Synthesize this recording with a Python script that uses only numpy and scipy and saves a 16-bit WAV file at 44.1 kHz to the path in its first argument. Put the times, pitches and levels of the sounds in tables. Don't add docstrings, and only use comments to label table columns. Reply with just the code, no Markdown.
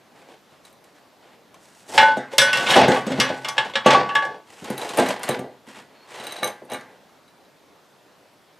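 import sys
import numpy as np
from scipy import signal
from scipy.fft import rfft, irfft, next_fast_len
from scipy.io import wavfile
from scipy.ndimage import uniform_filter1d

SR = 44100
rng = np.random.default_rng(int(sys.argv[2]) if len(sys.argv) > 2 else 0)


def invert_db(level):
    return 10 ** (np.asarray(level, dtype=float) / 20)


def materialize(psi):
    bounded = np.clip(np.atleast_2d(psi).T, -1, 1)
    quanta = np.round(bounded * 32767).astype(np.int16)
    wavfile.write(sys.argv[1], SR, quanta)


N = 378819

# [f/Hz, level/dB per Hz]
AIR_SPECTRUM = [(15, -46), (25, -33.5), (160, -3), (260, -3.5), (289, -3.5), (523, -3), (648, -3),
                (919, -6.5), (2850, -16), (3930, -16.5), (9810, -28), (11800, -26.5), (15500, -33.5)]
AIR_DB = -53.5
# [f/Hz, correlation]
AIR_LIKENESS = [(60, 0.34), (180, 0.76), (550, 0.86), (1650, 0.81), (4970, 0.86), (15000, 0.83)]
# [nominal start t/s, hold t/s, scrape level/dB, rumble level/dB re scrape, hiss level/dB re scrape]
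STROKES = [(0.131, 0.091, -52, 1, -12), (0.262, 0.056, -50.5, 5, -11.5), (0.5, .02, -56, 4, -10),
           (0.63, 0.018, -52, -24, -3), (.83, .02, -72, 11, 7.5), (0.937, 0.022, -55, -10, -9),
           (1.195, 0.13, -54.5, 1.5, -16), (1.52, 0.046, -60, 5.5, -11), (1.58, 0.23, -56, -8.5, 0.5),
           (1.867, 0.086, -42.5, 5, 1), (1.92, 0.089, -32.5, 6.5, -4), (1.99, .12, -33.5, 3, -21),
           (2.307, 0.01, -36.5, 3, -8.5), (2.425, 0.064, -25.5, -25, -25), (2.521, 0.19, -25.5, 0, -11.5),
           (2.675, 0.11, -22, -1, -7.5), (2.747, .07, -14.5, 6, -28), (2.882, 0.077, -30, 11.5, -9.5),
           (3.043, 0.17, -34, 4, -15.5), (3.167, 0.12, -29.5, -11.5, -21.5), (3.275, 0.21, -44.5, 6, -8),
           (3.54, 0.13, -37, 4.5, -15), (3.846, 0.054, -16, -5.5, -31.5), (3.913, 0.083, -28, 11, -24.5),
           (4.043, 0.13, -45.5, 10.5, -17.5), (4.16, 0.17, -46.5, 13.5, -17.5),
           (4.46, 0.22, -48, -1.5, -4.5), (4.565, 0.094, -48, -10, -14), (4.63, 0.085, -36, 3, -12),
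           (4.755, 0.26, -34.5, 4.5, -8), (4.967, 0.01, -19.5, 9.5, -25), (5.027, 0.07, -26, 2, -13),
           (5.128, 0.093, -37.5, 3, -25), (5.213, 0.023, -35, 0, -4.5), (5.258, 0.074, -31, 0, -22),
           (5.336, 0.12, -54.5, 20, -24), (5.657, 0.041, -45.5, -8, -8), (5.729, 0.047, -41, -3.5, -10.5),
           (5.86, 0.37, -55, -1.5, -20), (6.064, 0.12, -42, 0, -9), (6.104, .27, -37.5, 0, -11.5),
           (6.404, 0.065, -35, 7, -14), (6.684, 0.047, -38.5, 5.5, -25), (6.79, 0.15, -56, 8, -15),
           (6.99, .15, -67, 8, -8)]
# [f/Hz, level/dB per Hz]
GRIT_SPECTRUM = [(35, -46), (60, -96.5), (110, -25), (312, 7), (673, 10.5), (910, 6), (1200, -0.5),
                 (1700, 0.5), (3420, -3.5), (8090, -3), (8870, -4.5), (14500, -20.5), (15500, -26.5)]
# [level/dB, t60/s]
BENCH_HZ = [132, 203, 264, 314, 356, 420, 510, 605, 715, 830]
BENCH_MODES = [(-9, 0.21), (3.5, 0.08), (-2, 0.38), (-1.5, 0.21), (2, 0.15), (-3, 0.14), (-0.5, 0.13),
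               (-5.5, 0.078), (-15.5, .15), (-7.5, 0.25)]
# [t/s, dry tick level/dB, ring level/dB re tick, place 0-3 round the part]
CLINKS = [(0.5072, -60.5, -4, .5), (0.651, -54, 0, 1.45), (0.6994, -59, -11, 2.01), (0.7272, -56, -7, 1.7),
          (0.841, -48, -24, 1.9), (0.8694, -60, -12, .1), (1.5424, -44, -25, 2.01),
          (4.6436, -32, -23, 1.77), (4.7017, -36.5, -7.5, 2.1), (4.779, -33, -4.5, 1.53),
          (4.816, -34, -10, 1.3), (4.8908, -27, -13, 1), (4.973, -27.5, -2.5, 2.44), (4.986, -25, -10, 2.8),
          (4.997, -19, -15, 2.7), (5.0629, -31, -1, .05), (5.0876, -23, -14.5, 1.46),
          (5.1937, -43.5, -4, 2.7), (5.232, -22.5, -13.5, 2.5), (5.2893, -21, -6, 2.57),
          (5.3101, -37, -1, 0.96), (5.3919, -48, 7.5, 2.82), (6.1986, -36.5, -14, 1.2),
          (6.239, -47.5, 3, 1.3), (6.2682, -41.5, 1.5, 1.28), (6.2894, -65, -14.5, 1.4),
          (6.3094, -49, 8.5, 0.52), (6.3223, -40, 0.5, 1.4), (6.365, -50, 9, 1.1), (6.3894, -52, 7, .7),
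          (6.4314, -38, 13.5, 0.13), (6.4436, -34, 7, 1.42), (6.4744, -28.5, -8.5, 1.54),
          (6.6494, -59, -6, 1.9), (6.6997, -55, 7, 1.36), (6.7171, -40, 1.5, 2.8), (6.7344, -42, 2, 1.5),
          (6.7444, -36.5, 1, 0.17), (6.7594, -57, -7, .3), (6.8094, -43.5, -11, 0.054),
          (7.2794, -57, -6, .9), (7.4494, -61.5, -5, 1.01), (7.6594, -69, -10, .05)]
# [level/dB, t60/s]
WHEEL_HZ = [1180, 1570, 1770, 2210, 2370, 2870, 3063, 3930, 6170, 7450, 8800, 9530, 9930, 10400, 10700,
            11500, 12200, 13400, 14100, 15000]
WHEEL_MODES = [(-5, 0.11), (-21, 0.11), (-1, 0.023), (-5, 0.074), (-10, 0.11), (-7, 0.087), (-11, 0.061),
               (3.5, 0.057), (-5, 0.041), (-21, 0.052), (0, 0.045), (-13.5, 0.056), (-7.5, 0.045),
               (-11.5, 0.037), (-10, 0.063), (-6, 0.039), (-7.5, 0.047), (-9, 0.034), (-13, 0.047),
               (-16, 0.028)]
# [centre f/Hz, t60/s before the damping factor of each kind of blow]
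OVERTONE_DECAYS = [(90, 0.3), (180, 0.4), (360, 0.4), (720, 0.3), (1400, 0.48), (2800, 0.19), (5600, 0.095),
                   (11200, 0.025)]
# [t/s, peak level/dB near 250 Hz, level/dB re that near 700 Hz, and near 2500 Hz]
KNOCKS = [(1.892, -38.5, 4, -0.5), (2.171, -24.5, 11.5, -1), (2.763, -9.5, 12, -29.5),
          (2.82, -14, -12, -16.5), (2.882, -8.5, 8.5, -4), (3.067, -18, -6, -5), (3.103, -14.5, -6, -15.5),
          (3.184, -17.5, 0.5, -13.5), (3.301, -24, 10.5, -12.5), (3.861, -8.5, 13, -0.5),
          (4.621, -27.5, -27, -9.5), (4.702, -21.5, 0.5, -12), (4.985, -12.5, 6, -2), (5.09, -29, 0, 0),
          (5.291, -15.5, 1.5, -14), (5.39, -24, -12, -9.5), (5.674, -37.5, -7, -4), (5.772, -40, -1, -7),
          (6.198, -42.5, 5, 0), (6.428, -35, 20, 9.5), (6.467, -41, -8, -8), (6.62, -36.5, 5.5, -35),
          (6.719, -29, 7, 4.5), (6.739, -46, 21.5, 14.5)]
# [t/s, peak level/dB near 3 kHz,
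# hardness: level/dB re peak near 8 kHz, low ring level/dB re peak, place 0-3 round the rim]
CLANKS = [(1.9475, -28, 6.5, 1.5, .5), (1.978, 4, -18.5, -5.5, 1.3), (2.0285, -9.5, -46, 9, 1.4),
          (2.0826, -17, -26, 9, 1.01), (2.1676, -35, -12, -14.5, .8), (2.3347, -29, -0.5, 8.5, .6),
          (2.3818, 2, 5, -17.5, 2.45), (2.417, -5.5, 1.5, -0.5, 2.2), (2.5305, -7, -4, -9.5, 2.1),
          (2.5717, -12.5, -2.5, -4, 2.3), (2.6668, -6, -17.5, -11.5, 1.8), (2.7086, -6.5, -3.5, -27, 1.6),
          (2.7394, -2.5, -22, -16, 2.8), (2.7632, -4.5, -3.5, -1.5, 1.3), (2.884, -15, -12, -7.5, .1),
          (2.9178, -10.5, -12, -7, .2), (3.0659, -27, -3, -5, 0.0997), (3.119, -20, -5.5, -6, 2.8),
          (3.2002, -1, -2.5, -25.5, 2.6), (3.2096, -11, -18.5, -30, 1.01), (3.2894, -19.5, -10, -3.5, .9),
          (3.4464, -13.5, -10, -16, 1.4), (3.4856, -14.5, 5.5, -11.5, 1.2), (3.5811, -6, -18, -9, .9),
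          (3.7369, -21, -39.5, -17, .1), (3.7548, -5.5, -25.5, -11.5, .5), (3.864, -5, -15.5, -4.5, .5),
          (3.8848, -22.5, -15.5, -16, .3), (3.9064, -2.5, -11, -4, 1.3), (3.931, -3, -23, -4.5, .6),
          (3.9494, -8.5, -64, -14.5, .2), (3.9744, -25.5, -18.5, -12, .5), (4.0898, -20, -32, -5, 1.3),
          (4.152, -9, -10, -6, 1.1), (4.223, -21.5, -22, -1, 1.01), (4.25, -30, 1.5, 0, .5)]
# [level/dB, t60/s before grip]
PLATE_HZ = [549, 587, 877, 1028, 1497, 1850, 1900, 2130, 2326, 2907, 3365, 3458, 3623, 4045, 4237, 4670,
            5152, 5270, 5712, 5920, 6142, 7620, 7962, 8581, 9814, 10540, 11530]
PLATE_MODES = [(6, 0.25), (-0.5, 0.12), (-1, 0.41), (-20.5, 0.5), (-1.5, 0.69), (-8.5, 0.18), (-9.5, 0.27),
               (-4.5, 0.25), (-11, 0.35), (-6, 0.22), (-12, 0.36), (-11, 0.2), (-10, 0.23), (-13.5, 0.16),
               (-10.5, 0.11), (-8, 0.12), (-14, 0.076), (-2, 0.089), (-13.5, 0.15), (-13.5, 0.3),
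               (-17, 0.2), (-15.5, 0.11), (-16.5, 0.13), (-19.5, 0.14), (-17.5, 0.21), (-20, 0.078),
               (-23, 0.1)]
# [t/s, peak level/dB near 2.7 kHz,
# hardness: level/dB re peak near 3.3 kHz, low ring level/dB re peak, place 0-3 round the body]
RINGS = [(1.9776, -7.5, -13.5, -7.5, 2.3), (2.384, -13, 5.5, -10.5, 1.96), (2.5296, -13, -11.5, -24.5, 1.3),
         (2.5726, -25, -8, -8.5, 0.6), (2.664, -21.5, -7.5, -19, 1.3), (2.687, -20.5, 6, -15.5, 1.7),
         (2.7032, -16, 8, -15, 1.4), (2.7331, -14.5, 3, -9, 1.9), (2.766, -18, 2, 2, .05),
         (2.9614, -24.5, -1, -7.5, 0.96), (3.201, -24, 5, -4, 1.8), (3.2086, -22.5, -1, -6.5, 1.9),
         (3.448, -26, -18, -22.5, 1.01), (3.4806, -31.5, 2, -2.5, 0.57), (3.5798, -13, 2, -8.5, 2.18),
         (3.7563, -24, 10.5, -2, 1.83), (3.8627, -12, -11, -3, 0.93), (3.9474, -18, -9, 8, 0.45),
         (4.0936, -24, -17, -8, 0.8), (4.1108, -47, -1.5, 17, 1.5), (4.1551, -20, 1.5, 3.5, 1.7),
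         (4.2238, -42.5, -17, 18, 2.35)]
# [level/dB, t60/s before grip]
HOUSING_HZ = [797, 1136, 1628, 1690, 1728, 2552, 2611, 2724, 2968, 3235, 3298, 3714, 3864, 3962, 4090, 5460]
HOUSING_MODES = [(1, 0.28), (1.5, 0.41), (-11.5, 0.37), (-1.5, 0.24), (-6, 0.36), (-3.5, .1), (-9.5, 0.18),
                 (-4, 0.24), (-9.5, 0.37), (-11.5, 0.16), (-4, 0.2), (-7, 0.11), (-13, .13), (-16, 0.11),
                 (-16.5, .17), (-11.5, 0.093)]
# [t/s, factor on the decay rate]
GRIP = [(1.9, 0.57), (2.12, 1.31), (2.17, 3.5), (2.3, 2.3), (2.4, 0.82), (2.66, 1.13), (2.76, 1.9),
        (2.95, 1.8), (3.2, 1.14), (3.4, 1.45), (3.6, 2), (3.8, 1.65), (3.97, 2.34), (4.05, 0.54),
        (4.12, 1.3), (4.3, 1.2), (4.5, 1.4)]
# [t/s, f/Hz, rms level/dB]
SQUEAK = [(5.93, 4200, -75), (5.944, 4400, -70), (6.008, 4240, -59.5), (6.036, 4380, -60),
          (6.07, 4170, -73)]
# [f/Hz, level/dB re direct sound]
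SIDE_SPECTRUM = [(60, -21.5), (120, -51), (240, -56.5), (480, -38.5), (950, -24), (1890, -22.5),
                 (3770, -21), (7520, -20), (15000, -28)]

STROKE_RISE_S, STROKE_RISE_SHARE = 0.016, 0.23
STROKE_RISE_DB, STROKE_FADE_DB_PER_S = 22.5, 259.5
DEEP_DB = -10.5
RATTLE_PER_S, RATTLE_SPREAD_DB = 90, 9.5
PLACE_DB = 10
WAVER, WAVER_S = .22, .035
BOOM_HZ, BOOM_WIDTH_HZ, BOOM_T60 = 133.1, 20.5, 0.56
BOOM_KNOCK_DB, BOOM_CLANK_DB, BOOM_RUB_DB = -18, -35.5, -15
WHEEL_FROM_S, WHEEL_TO_S = 6.19, 6.5


def evened(x):
    return x / np.sqrt(np.mean(x ** 2) + 1e-20)


def read(points, hz):
    f, value = np.transpose(points)
    return np.interp(np.log(hz + 1), np.log(f + 1), value)


def colour(x, points):
    size = next_fast_len(N)
    response = invert_db(read(points, np.fft.rfftfreq(size, 1 / SR)))
    return irfft(rfft(x, size) * response, size)[..., :N]


def band(x, edges):
    return signal.sosfilt(signal.butter(3, edges, "band", fs=SR, output="sos"), x)


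def octave(x, hz):
    edges = [hz / np.sqrt(2), hz * np.sqrt(2)]
    return signal.sosfilt(signal.butter(2, edges, "band", fs=SR, output="sos"), x)


def train(s, sizes):
    out = np.zeros(N)
    np.add.at(out, np.round(np.asarray(s) * SR).astype(int), sizes)
    return out


def draining(power, t60):
    return signal.lfilter([1], [1, -1e6 ** (-1 / (t60 * SR))], power)


def blow_spectra(rows, centres_hz, columns):
    s, level_db, *rel_db = np.transpose(rows)
    shape = (np.array([0 * s] + rel_db) + level_db)[columns].T
    return s, lambda hz: np.array([read(list(zip(centres_hz, row)), hz) for row in shape])


def placed(rows):
    *head, ring_db, place = np.transpose(rows)
    groups = [ring_db + PLACE_DB * np.cos(2 * np.pi * (place - k) / 3) for k in range(3)]
    return np.transpose(head + groups)


def waver():
    at = np.arange(0, N / SR + 2 * WAVER_S, WAVER_S)
    a, b = rng.standard_normal((len(at), 2)).T
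    return 1 + WAVER * np.interp(np.arange(N) / SR, at, a + 1j * b)


def rung(s, blow_db, modes_hz, modes, rub, spot_db, clock, rub_hz=3000):
    luck, phase = rng.standard_normal((len(s), len(modes))), rng.random(len(modes))
    step = 8
    t, out = np.arange(N) / SR, np.zeros(N)
    at = np.round(s * SR / step).astype(int)
    for k, (hz, (db, t60)) in enumerate(zip(modes_hz, modes)):
        spot = spot_db * min(1, (hz / 2500) ** 2) * luck[:, k]
        log_blows = np.full(len(t[::step]), -np.inf)
        log_blows[at] = (blow_db(hz) + db + spot) * np.log(10) / 10
        drain = np.log(1e6) * clock[::step] / t60
        log_energy = np.logaddexp.accumulate(log_blows + drain) - drain
        swing = np.repeat(np.exp(log_energy / 2), step)[:N]

        r, w = 1000 ** (-1 / (t60 * SR)), 2 * np.pi * hz / SR
        swing = signal.lfilter([w / 2], [1, w / 2 - 1], swing)
        out += swing * (waver() * np.exp(2j * np.pi * (hz * t + phase[k]))).imag
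        drive = invert_db(db) * min(1, rub_hz / hz) ** 14.0 * np.sqrt(1 - r * r) * rub
        out += signal.lfilter([0, np.sin(w)], [1, -2 * r * np.cos(w), r * r], drive)
    return out


def struck(s, blow_db, knee_hz, slope, damping, lumpy_db):
    hz_grid = np.arange(20, SR / 2, 24.)
    small_modes = np.transpose([hz_grid, lumpy_db * rng.standard_normal(len(hz_grid))])
    hum = colour(colour(rng.standard_normal(N), GRIT_SPECTRUM), small_modes)
    out = np.zeros(N)
    for hz, t60 in OVERTONE_DECAYS:
        power = draining(train(s, invert_db(2 * blow_db(hz))), t60 / damping)
        rise = signal.lfilter([hz / SR], [1, hz / SR - 1], np.sqrt(power))
        out += min(1, hz / knee_hz) ** slope * rise * evened(octave(hum, hz))
    return out


def reflections(x, t60):
    taps = np.zeros(SR // 2)
    at = np.arange(100, SR // 2 - 20, 20)
    signs = rng.choice([-1., 1.], len(at))
    taps[at + rng.integers(0, 20, len(at))] = signs * invert_db(-60 * at / SR / t60)
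    return signal.oaconvolve(x, taps / np.linalg.norm(taps))[:N]


def air():
    frames, hz = N // 256 + 5, np.fft.rfftfreq(1024, 1 / SR)
    a, b, c, d, patches = rng.standard_normal((frames, 513, 5)).T
    patches = evened(uniform_filter1d(uniform_filter1d(patches, 12, 0), 14, 1))
    same = read(AIR_LIKENESS, hz)[:, None]
    left = a + 1j * b
    right = same * left + np.sqrt(1 - same ** 2) * (c + 1j * d)
    z = np.array([left, right]) * invert_db(read(AIR_SPECTRUM, hz)[:, None] + 1.1 * patches)
    return invert_db(AIR_DB) * evened(signal.istft(z, nperseg=1024, noverlap=768)[1][:, :N])


def slide_levels():
    t, power = np.arange(0, N / SR + .002, .001), np.zeros((4, 1))
    for start, hold, db, weight_db, hiss_db in STROKES:
        since = t - start
        rise = STROKE_RISE_S + STROKE_RISE_SHARE * hold
        full = STROKE_RISE_S + STROKE_RISE_SHARE * hold / 2
        rise_db = np.minimum(STROKE_RISE_DB * (since - full) / rise, 0)
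        fade_db = STROKE_FADE_DB_PER_S * np.maximum(since - STROKE_RISE_S - hold, 0)
        range_db = np.array([[weight_db + DEEP_DB], [weight_db], [0], [hiss_db]])
        power = power + invert_db(2 * (db + rise_db - fade_db + range_db))
    return [np.interp(np.arange(N) / SR, t, np.sqrt(p)) for p in power]


def grains(per_s, spread_db):
    sizes = invert_db(spread_db * np.minimum(rng.exponential(1, N), 4))
    catches = sizes * (rng.random(N) < per_s / SR)
    power = signal.lfilter([1], [1, -.992], catches ** 2) + 1
    return evened(np.sqrt(power) * rng.standard_normal(N))


def sliding(rough, levels):
    x = colour(rough, GRIT_SPECTRUM)
    ranges = ([150, 458], [450, 897], [950, 3650], [5000, 16000])
    return sum(level * evened(band(x, edges)) for edges, level in zip(ranges, levels))


def bench(rough, low, t):
    blows = blow_spectra(KNOCKS, [250, 700], [0, 1])
    return rung(*blows, BENCH_HZ, BENCH_MODES, invert_db(-3.5) * rough * low, 1.3, t)


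def boom(low):
    t, r = np.arange(N) / SR, np.exp(-np.pi * BOOM_WIDTH_HZ / SR)
    blows = np.zeros(N)
    for rows, db in ((KNOCKS, BOOM_KNOCK_DB), (CLANKS, BOOM_CLANK_DB)):
        s, level_db, *_ = np.transpose(rows)
        blows += train(s, invert_db(2 * (level_db + db)))
    power = draining(blows, BOOM_T60) + (invert_db(BOOM_RUB_DB) * low) ** 2
    noise = [1, 1j] @ rng.standard_normal((2, N))
    shake = signal.lfilter([1], np.convolve([1, -r], [1, -r]), noise)
    swing = uniform_filter1d(np.sqrt(power), size=400, origin=199)
    return swing * evened((shake * np.exp(2j * np.pi * BOOM_HZ * t)).real)


def ticks():
    return struck(*blow_spectra(CLINKS, [7000], [0]), 3900, 0.35, 2.8, 8.4)


def wheel(rough, mid, t):
    blows = blow_spectra(placed(CLINKS), [1700, 4000, 10000], [1, 2, 3])
    rub = invert_db(-18) * rough * mid * (t > WHEEL_FROM_S) * (t < WHEEL_TO_S)
    return rung(*blows, WHEEL_HZ, WHEEL_MODES, rub, 2.5, t, rub_hz=9400)


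def rattle():
    sizes = invert_db(RATTLE_SPREAD_DB * np.minimum(rng.exponential(1, N), 2.5))
    return evened(sizes * (rng.random(N) < RATTLE_PER_S / SR))


def pushes(s, blow_db):
    t, out = np.arange(2000) / SR, np.zeros(N)
    for hz, cycles in ((220, 1.4), (640, 2.2)):
        wave = np.exp(-t * hz / cycles) * np.sin(2 * np.pi * hz * t)
        out += signal.oaconvolve(train(s, invert_db(blow_db(hz))), wave)[:N]
    return out


def thuds():
    dense = struck(*blow_spectra(KNOCKS, [250, 700, 2500], [0, 1, 2]), 170, 1.2, 1.0, 6.3)
    return invert_db(-10) * dense + pushes(*blow_spectra(KNOCKS, [250, 700], [0, 1]))


def plate(rub, held):
    blows = blow_spectra(placed(CLANKS), [550, 880, 1500, 2100, 3000, 8000], [2, 3, 4, 0, 0, 1])
    return rung(*blows, PLATE_HZ, PLATE_MODES, invert_db(-1) * rub, 2.5, held, rub_hz=4740)


def cracks():
    return struck(*blow_spectra(CLANKS, [3000, 8000], [0, 1]), 2200, 0.87, 2.17, 1.8)


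def housing(rub, held):
    blows = blow_spectra(placed(RINGS), [804, 1130, 1680, 2760, 3330], [2, 3, 4, 0, 1])
    return rung(*blows, HOUSING_HZ, HOUSING_MODES, invert_db(-15) * rub, 1.8, held, rub_hz=4500)


def squeak():
    s, hz, db = np.transpose(SQUEAK)
    t = np.arange(N) / SR
    level = np.sqrt(2) * invert_db(np.interp(t, s, db, -120, -120))
    return level * np.sin(2 * np.pi * np.cumsum(np.interp(t, s, hz)) / SR)


def scene():
    low, body, mid, high = levels = slide_levels()
    t, rough = np.arange(N) / SR, grains(per_s=340, spread_db=2.5)
    rub = (rough + .8 * rattle()) * mid * (t > 1.8) * (t < 4.5)
    held = np.cumsum(np.interp(t, *np.transpose(GRIP))) / SR

    direct = invert_db(-3) * sliding(rough, levels)
    direct += invert_db(-8.5) * bench(rough, low, t) + invert_db(-3.5) * boom(low)
    direct += invert_db(-1.0) * ticks() + invert_db(-0.5) * wheel(rough, mid, t)
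    direct += thuds()
    direct += invert_db(-11.5) * plate(rub, held) + invert_db(-11) * cracks()
    direct += invert_db(-2.0) * housing(rub, held)
    direct += squeak()
    direct = signal.sosfilt(signal.butter(6, 100, "high", fs=SR, output="sos"), direct)

    centre = direct + invert_db(-9) * reflections(direct, 0.23)
    side = colour(reflections(direct, .15), SIDE_SPECTRUM)
    return np.array([centre + side, centre - side]) + air()


def top_cut(x):
    return signal.sosfilt(signal.butter(12, 15650, fs=SR, output="sos"), x)


def record(dry):
    power_db = 10 * np.log10(signal.lfilter([.01], [1, -.99], (dry ** 2).mean(0)) + 1e-12)
    fall = np.arange(N) * 420.0 / SR
    peak_db = np.maximum.accumulate(power_db + fall) - fall
    over_db = np.maximum(peak_db + 15.0, 0)
    held = 1.046 * np.tanh(dry / invert_db(0.088 * over_db) / 1.203)
    held = signal.sosfilt(signal.butter(2, 50, "high", fs=SR, output="sos"), held)
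    low_pass = signal.firwin(255, 15400, window=("kaiser", 6), fs=SR)
    held = signal.oaconvolve(held, low_pass[None], "same")
    return top_cut(held)


dry = scene()
out = record(dry)
materialize(out)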